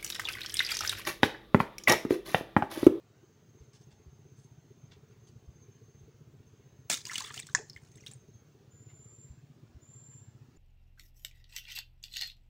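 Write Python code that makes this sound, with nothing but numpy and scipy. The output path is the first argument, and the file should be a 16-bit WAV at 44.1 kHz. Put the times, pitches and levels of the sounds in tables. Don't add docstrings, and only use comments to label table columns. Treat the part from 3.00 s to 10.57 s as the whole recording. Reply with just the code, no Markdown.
import sys
import numpy as np
from scipy import signal
from scipy.fft import rfft, irfft, next_fast_len
from scipy.io import wavfile
from scipy.ndimage import uniform_filter1d, map_coordinates

SR = 44100
rng = np.random.default_rng(int(sys.argv[2]) if len(sys.argv) > 2 else 0)


def unload_wav(signal):
    wavfile.write(
        sys.argv[1],
        SR,
        np.round(np.clip(np.atleast_2d(signal).T, -1, 1) * 32767).astype(np.int16),
    )


N = 334008


def amp(db):
    return 10 ** (np.asarray(db) / 20)


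def unit(x):
    return x / np.sqrt(np.mean(x ** 2) + 1e-20)


def clock(count=N):
    return np.arange(count) / SR


def fade(t, t60):
    return np.exp(-np.log(1000) * np.maximum(t, 0) / t60)


def envelope(t, attack, hold, t60):
    return np.clip(t / attack, 0, 1) * fade(t - hold, t60)


def along(points, hz):
    f, v = np.transpose(points)
    return np.interp(np.log(hz + 1), np.log(f + 1), v)


def curves(rows):
    s, *cols = np.transpose(rows)
    return [np.interp(clock(), s, c) for c in cols]


def wobble(rate):
    knots = rng.standard_normal(int(N * rate / SR) + 4)
    return map_coordinates(knots, [clock() * rate])


def filtered(x, response):
    m = next_fast_len(len(x) + SR // 4)
    return irfft(rfft(x, m) * response(np.fft.rfftfreq(m, 1 / SR)), m)[:len(x)]


def coloured(x, spectrum):
    return unit(filtered(x, lambda hz: amp(along(spectrum, hz))))


def ringing(x, spectrum, size=2048):
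    cepstrum = irfft(np.log(amp(along(spectrum, np.fft.rfftfreq(size, 1 / SR))) + 1e-6))
    response = irfft(np.exp(rfft(2 * cepstrum[:size // 2], size)))
    return signal.fftconvolve(x, response / np.linalg.norm(response))[:N]


def add(track, s, sound):
    part = track[max(round(s * SR), 0):][:len(sound)]
    part += sound[:len(part)]


def patchy(depth_db):
    z = signal.stft(rng.standard_normal(N), nperseg=1024)[2]
    field = uniform_filter1d(rng.standard_normal(z.shape), size=3, axis=0)
    field = uniform_filter1d(field, size=8, axis=1)
    return signal.istft(z * amp(depth_db * unit(field)), nperseg=1024)[1][:N]


# (frequency [Hz], level [dB])
AIR_SPECTRUM = [(100, 12), (500, 0), (700, -3.5), (1200, -6.5), (2200, -10.5), (5500, -15), (6700, -13),
                (8000, -22.5), (10000, -28.5), (14000, -30.5)]


def air(hiss_db=-67, rumble_db=-73.5):
    low_end = [(30, -45.5), (45, -9.5)]
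    hiss = amp(hiss_db) * coloured(patchy(depth_db=2.25), low_end + AIR_SPECTRUM)
    rumble = coloured(rng.standard_normal(N), [(30, -51), (65, -10.5), (150, 3), (1500, -45.5)])
    return hiss + amp(rumble_db + 3 * wobble(19)) * rumble


def firings(turns, spectrum, ring_hz, swell, rough, echo_db, cycle_db, scatter_db):
    t = clock(SR // 8)
    ring = (t / swell * np.exp(1 - t / swell)) ** 2 * np.sin(2 * np.pi * ring_hz * t)
    strokes = np.diff(np.floor(turns), prepend=np.floor(turns[0]))
    pulses = unit(signal.fftconvolve(strokes, ring)[:N])
    puff_gain = amp(cycle_db * (turns % 1)) + amp(echo_db)
    puffs = coloured(rng.standard_normal(N) * puff_gain, spectrum)
    return unit((pulses + rough * puffs) * amp(scatter_db * wobble(14)))


# (time [s], rate [firings per s])
ENGINE_SPEED = [(0, 15.76), (2.6, 15.25), (3.8, 15.55), (5.2, 15.21), (6.2, 15.89), (7.57, 14.83)]
# (frequency [Hz], level [dB])
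THUD_SPECTRUM = [(30, -36.5), (55, -13), (80, -4.5), (110, 5), (145, 5), (180, -14), (215, -5.5),
                 (290, -28), (400, -27.5), (660, -64)]
# (frequency [Hz], level [dB])
BARK_SPECTRUM = [(150, -38), (220, -3.5), (290, -4), (350, -0.5), (420, 3.5), (480, -6.5), (560, -32.5),
                 (900, -47)]
THUD_DB, BARK_DB = -58, -67.5
THUD_FULL_S, THUD_RISE_DB_PER_S = 1.0, 9.5


def engine(dull_s=6.25, dull_hz=350, dull_db=2.0):
    turns = np.cumsum(curves(ENGINE_SPEED)[0]) / SR + .39
    thud_db = THUD_DB - THUD_RISE_DB_PER_S * np.maximum(THUD_FULL_S - clock(), 0)
    thud = amp(thud_db) * firings(turns, THUD_SPECTRUM, ring_hz=124.0, swell=0.0069, rough=1.2,
                                  echo_db=-9.5, cycle_db=-21.5, scatter_db=1.63)
    bark = amp(BARK_DB) * firings(turns, BARK_SPECTRUM, ring_hz=416, swell=.006, rough=2.9,
                                  echo_db=-23, cycle_db=-23.5, scatter_db=1.75)
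    dull_bark = amp(dull_db) * filtered(bark, lambda hz: 1 / (1 + (hz / dull_hz) ** 10))
    dull = np.clip((clock() - dull_s) * 10, 0, 1)
    return thud + (1 - dull) * bark + dull * dull_bark


def narrow(hz, width_hz):
    def slow():
        return filtered(rng.standard_normal(N), lambda f: np.exp(-(f / width_hz) ** 2))
    beats = slow() + 1j * slow()
    even = beats / np.abs(beats) ** .4
    phase = 2 * np.pi * np.cumsum(hz * np.ones(N)) / SR
    return unit(np.real(even * np.exp(1j * phase)))


# (start [s], length [s])
TRILL_PHRASES = [(0.104, 1.73), (2.003, 1.03), (3.394, 1.996)]
TRILL_DB, TRILL_ATTACK_S, TRILL_T60 = -76, 0.22, 1.2
TRILL_SWELL_DB, TRILL_FLUTTER_DB = 2.5, 3
# (start [s], swell [s], length [s], full level [dB])
BUZZ_CALLS = [(5.702, 0.55, .53, -57), (6.806, 0.14, .38, -58.5), (7.555, .13, .38, -58)]
BUZZ_SOFT_DB, BUZZ_ATTACK_S, BUZZ_T60 = -10, 0.018, 0.42
BUZZ_HZ, BUZZ_SAG_HZ = 7300, 224


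def insects():
    t = clock()
    trill = sum(envelope(t - s, TRILL_ATTACK_S, length, TRILL_T60) for s, length in TRILL_PHRASES)
    trill_db = TRILL_DB + TRILL_SWELL_DB * wobble(11) + TRILL_FLUTTER_DB * wobble(70)
    far = amp(trill_db) * trill * narrow(hz=6355, width_hz=150)
    buzz, slack = np.zeros(N), np.ones(N)
    for s, swell, length, db in BUZZ_CALLS:
        slack = np.where(t < s, slack, np.clip(1 - (t - s) / swell, 0, 1))
        buzz += amp(db + BUZZ_SOFT_DB * slack) * envelope(t - s, BUZZ_ATTACK_S, length, BUZZ_T60)
    return far + buzz * narrow(BUZZ_HZ - BUZZ_SAG_HZ * slack, width_hz=89)


# (time [s], level [dB])
HULL_BUMPS = [(0.602, -47), (1.068, -46.5), (2.474, -42.5), (3.03, -53), (6.296, -42.5), (6.746, -45)]
BUMP_HZ = 70


def hull(swell=0.012):
    out, t = np.zeros(N), clock(SR // 4)
    bump = (t / swell * np.exp(1 - t / swell)) ** 2 * np.sin(2 * np.pi * BUMP_HZ * t)
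    for s, db in HULL_BUMPS:
        add(out, s, amp(db) * bump)
    return out


# (time [s], length [s], level [dB], centre [Hz])
TACKLE_RUBS = [(0.586, 0.054, -75.5, 4030), (0.73, 0.026, -62.5, 4400), (0.807, .025, -74, 5450),
               (0.904, 0.022, -69, 3500), (1.365, 0.083, -73.5, 8400), (1.908, 0.016, -59.5, 2900),
               (2.105, .01, -70.5, 2450), (2.269, 0.021, -67, 5150), (5.883, .03, -69, 2250),
               (7.112, 0.018, -76, 2100)]
RUSTLE_T60 = .14


def tackle(octaves=0.84, attack=0.0054, grain_db=4, body_db=-6, body_hz=900, ring=1.0, ring_t60=0.048):
    out, t = np.zeros(N), clock(SR // 2)

    def band(hz, centre):
        return np.exp(-(np.log2((hz + 1) / centre) / octaves) ** 2 / 2)

    for s, length, db, centre_hz in TACKLE_RUBS:
        def colour(hz):
            bands = band(hz, centre_hz) + amp(body_db) * band(hz, body_hz)
            return bands / (1 + (hz / 9500) ** 8)
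        grains = rng.standard_normal(len(t)) * amp(grain_db * wobble(283)[:len(t)])
        resonance = rng.standard_normal(len(t)) * fade(t, ring_t60)
        rung = unit(irfft(rfft(grains) * rfft(resonance), len(t)))
        rub = unit(filtered(unit(grains) + ring * rung, colour))
        add(out, s, amp(db) * rub * envelope(t, attack, length, RUSTLE_T60))
    return out


# (frequency [Hz], t60 [s])
BOAT_T60 = [(200, 0.063), (2000, 0.23), (6500, 0.29), (12000, 0.13)]


def boat(x, early_t60=0.046, early_db=-13, late_db=-15):
    t = clock(SR // 3)
    early = rng.standard_normal(len(t)) * fade(t, early_t60) * (t > .001)
    hz, frames, z = signal.stft(rng.standard_normal(len(t)), SR, nperseg=256)
    decay = fade(frames, along(BOAT_T60, hz)[:, None])
    late = signal.istft(z * decay, SR, nperseg=256)[1][:len(t)]
    response = amp(early_db) * early / np.linalg.norm(early) + amp(late_db) * late / np.linalg.norm(late)
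    return signal.fftconvolve(x, response)[:N]


def bubble(hz, t60, rise, attack=0.0004, count=4096):
    t = clock(count)
    pitch = np.minimum(hz * 2 ** (rise * np.minimum(t / t60, 1)), SR / 2)
    tone = np.sin(2 * np.pi * np.cumsum(pitch, axis=-1) / SR)
    return tone * fade(t, t60) * (1 - np.exp(-t / attack))


def life(hz):
    at_1khz_s = 0.035
    return at_1khz_s * (hz / 1000) ** -.6


# (start [s], length [s], centre [Hz], level [dB], count [bubbles])
BUBBLE_SWARMS = [(4.04, .40, 2700, -48, 150), (4.555, .085, 850, -55, 16), (4.93, .22, 4200, -58, 24)]


def swarms(spread=.5, size_db=4, rise=.3, ring=1.2):
    out = np.zeros(N)
    for start, length, centre_hz, db, count in BUBBLE_SWARMS:
        for when, chance in zip(rng.triangular(0, 1 / 3, 1, count), rng.standard_normal((count, 3))):
            pitch, size, glide = np.clip(chance, -2, 2)
            hz = centre_hz * np.exp(spread * pitch)
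            sound = bubble(hz, ring * life(hz), rise * (1 + glide))
            add(out, start + length * when, amp(db + size_db * size) * sound)
    return out


def patter(count, per_s=1700, centre_hz=4500, spread=.65, cycles=38, size_db=11.0, rise=0.063):
    out, length = np.zeros(count), count / SR
    pitch, size, glide = rng.standard_normal((int(per_s * length), 3)).T[:, :, None]
    hz = np.minimum(centre_hz * np.exp(spread * pitch), SR / 3)
    pings = bubble(hz, cycles / hz, rise * (1 + 2 * glide), attack=0.000212, count=768)
    drops = amp(size_db * np.minimum(size, 2)) * pings
    for when, drop in zip(rng.random(len(drops)) * length, drops):
        add(out, when, drop)
    return unit(out)


# (time [s], level [dB])
WATER_SLAPS = [(3.9000, -19.5), (3.9153, -25.5), (3.9338, -34), (3.9410, -28.5), (4.0530, -37.5),
               (4.0892, -43), (4.111, -42.5), (4.1559, -31.5), (4.1802, -28), (4.342, -37), (4.3919, -39),
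               (4.468, -43.5), (5.0632, -45.5), (5.112, -50.5)]
# (frequency [Hz], level [dB])
SPLASH_SPECTRUM = [(100, -17), (170, -1), (290, -7.5), (650, -13), (1100, -9.5), (2200, -0.5), (2900, -5),
                   (3700, -2), (7200, 1), (9200, -6.5), (12000, -18), (15000, -22)]
# (frequency [Hz], gain [dB])
DROP_TONE = [(300, -5.5), (1000, -15), (3000, -5.5), (6000, 3), (8800, 10), (11000, -7), (15000, -9.5)]
SHEET_S, SHEET_HOLD_S, SHEET_DB, SHEET_T60 = 3.897, 0.039, -32, 0.065
SHOWER_S, SHOWER_RISE_S, SHOWER_HOLD_S, SHOWER_DB, SHOWER_T60 = 3.93, .28, .16, -49.5, 0.344
DRIBBLE_DB, DRIBBLE_HOLD_S, DRIBBLE_T60 = -70.5, 1.15, 0.43
SPATTER_DB, SPATTER_HOLD_S, SPATTER_T60 = -10, 0.019, 0.14


def spray(tear=0.85, mist=0.56, clump_db=4.5, burst_db=3.2, attack=.003):
    t = clock()
    sheet = amp(SHEET_DB) * envelope(t - SHEET_S, attack, SHEET_HOLD_S, SHEET_T60)
    shower_end = SHOWER_RISE_S + SHOWER_HOLD_S
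    shower = amp(SHOWER_DB) * envelope(t - SHOWER_S, SHOWER_RISE_S, shower_end, SHOWER_T60)
    dribble = amp(DRIBBLE_DB) * envelope(t - SHOWER_S, attack, DRIBBLE_HOLD_S, DRIBBLE_T60)
    power = (shower * unit(amp(burst_db * wobble(62)))) ** 2 + dribble ** 2
    spatter = envelope(clock(SR // 3), attack, SPATTER_HOLD_S, SPATTER_T60)
    for s, db in WATER_SLAPS[1:]:
        add(power, s, (amp(db + SPATTER_DB) * spatter) ** 2)
    falling = np.sqrt(power) * unit(amp(clump_db * wobble(160)))
    hiss = np.hypot(tear * sheet, mist * falling) * rng.standard_normal(N)
    pings = np.zeros(N)
    add(pings, SHEET_S, patter(count=2 * SR))
    drops = np.sqrt((1 - tear ** 2) * sheet ** 2 + (1 - mist ** 2) * falling ** 2) * pings
    return ringing(hiss, SPLASH_SPECTRUM) + filtered(drops, lambda hz: amp(along(DROP_TONE, hz)))


# (time [s], pitch [Hz], level [dB])
LOUD_BUBBLES = [(3.899, 678, -31), (3.899, 2280, -26), (3.933, 7560, -22), (3.9405, 3550, -23),
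                (4.053, 4800, -29.5), (4.0967, 1950, -28.5), (4.115, 1360, -36.5), (4.143, 6300, -32.5),
                (4.1566, 2900, -20.5), (4.183, 3200, -27.5), (4.2066, 1030, -35.5), (4.222, 6300, -30),
                (4.246, 3370, -32), (4.377, 2940, -29.5), (4.423, 3750, -38), (4.489, 1490, -41),
                (4.574, 2490, -35.5), (4.586, 800, -44), (4.597, 415, -38.5), (4.698, 5180, -32),
                (4.732, 4920, -41.5), (4.763, 2025, -36), (4.957, 7646, -44), (5.008, 5700, -46.5),
                (5.064, 3150, -35), (5.069, 3750, -32), (5.115, 7300, -37), (5.1354, 8350, -36)]
BUBBLE_RISE = 0.25
TICK_DB, TICK_T60 = -21, 0.015
SATELLITE_DB, SATELLITE_LAG_S, SATELLITE_OCTAVES = -13.5, .014, .3


def bubbles(count=3):
    out, t = np.zeros(N), clock(SR // 20)
    for s, hz, db in LOUD_BUBBLES:
        tick = coloured(rng.standard_normal(len(t)), SPLASH_SPECTRUM)
        add(out, s, amp(db + TICK_DB) * tick * fade(t, TICK_T60))
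        rise = BUBBLE_RISE * (1 + .5 * rng.standard_normal())
        add(out, s, amp(db) * bubble(hz, life(hz), rise))
        for lag, pitch in zip(rng.random(count), np.clip(rng.standard_normal(count), -1, 2)):
            small_hz = min(hz * 2 ** (SATELLITE_OCTAVES * pitch), SR / 4)
            small = bubble(small_hz, life(small_hz), BUBBLE_RISE)
            add(out, s + SATELLITE_LAG_S * lag, amp(db + SATELLITE_DB) * small)
    return out


SLAP_T60 = .017


def slaps():
    out, t = np.zeros(N), clock(SR // 8)
    for s, db in WATER_SLAPS:
        add(out, s, amp(db) * fade(t, SLAP_T60) * rng.standard_normal(len(t)))
    return ringing(out, SPLASH_SPECTRUM)


# (frequency [Hz], level [dB])
PLOP_SPECTRUM = [(240, -32), (430, -27), (620, -13), (900, -4), (1350, -2), (1720, 6.5), (2250, -9),
                 (2850, -24), (3300, -10), (4130, -12), (5270, -1.5), (6900, 0), (9000, -15),
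                 (11200, -42.5), (15000, -49)]
PLOP_S = 4.5492


def plop(pulse_db=-6, crack_db=-16.2, crack_t60=0.016, tail_db=-37, tail_t60=0.119):
    out, t = np.zeros(N), clock(SR // 4)
    add(out, PLOP_S, amp(pulse_db) * (t == 0))
    level = amp(crack_db) * fade(t, crack_t60) + amp(tail_db) * fade(t, tail_t60)
    add(out, PLOP_S, level * rng.standard_normal(len(t)))
    return ringing(out, PLOP_SPECTRUM)


def scene():
    background = air() + engine() + insects() + hull()
    near = tackle() + swarms() + spray() + bubbles() + slaps() + plop()
    return (background + near + boat(near))[None]


TOP_HZ = 15760


def record(dry, port_hz=15300, port_width_hz=900, port_db=10):
    def port(hz):
        return 1 + amp(port_db) * np.exp(-((hz - port_hz) / port_width_hz) ** 2)
    return filtered(dry[0], lambda hz: port(hz) * (hz < TOP_HZ))[None]


dry = scene()
out = record(dry)
unload_wav(out)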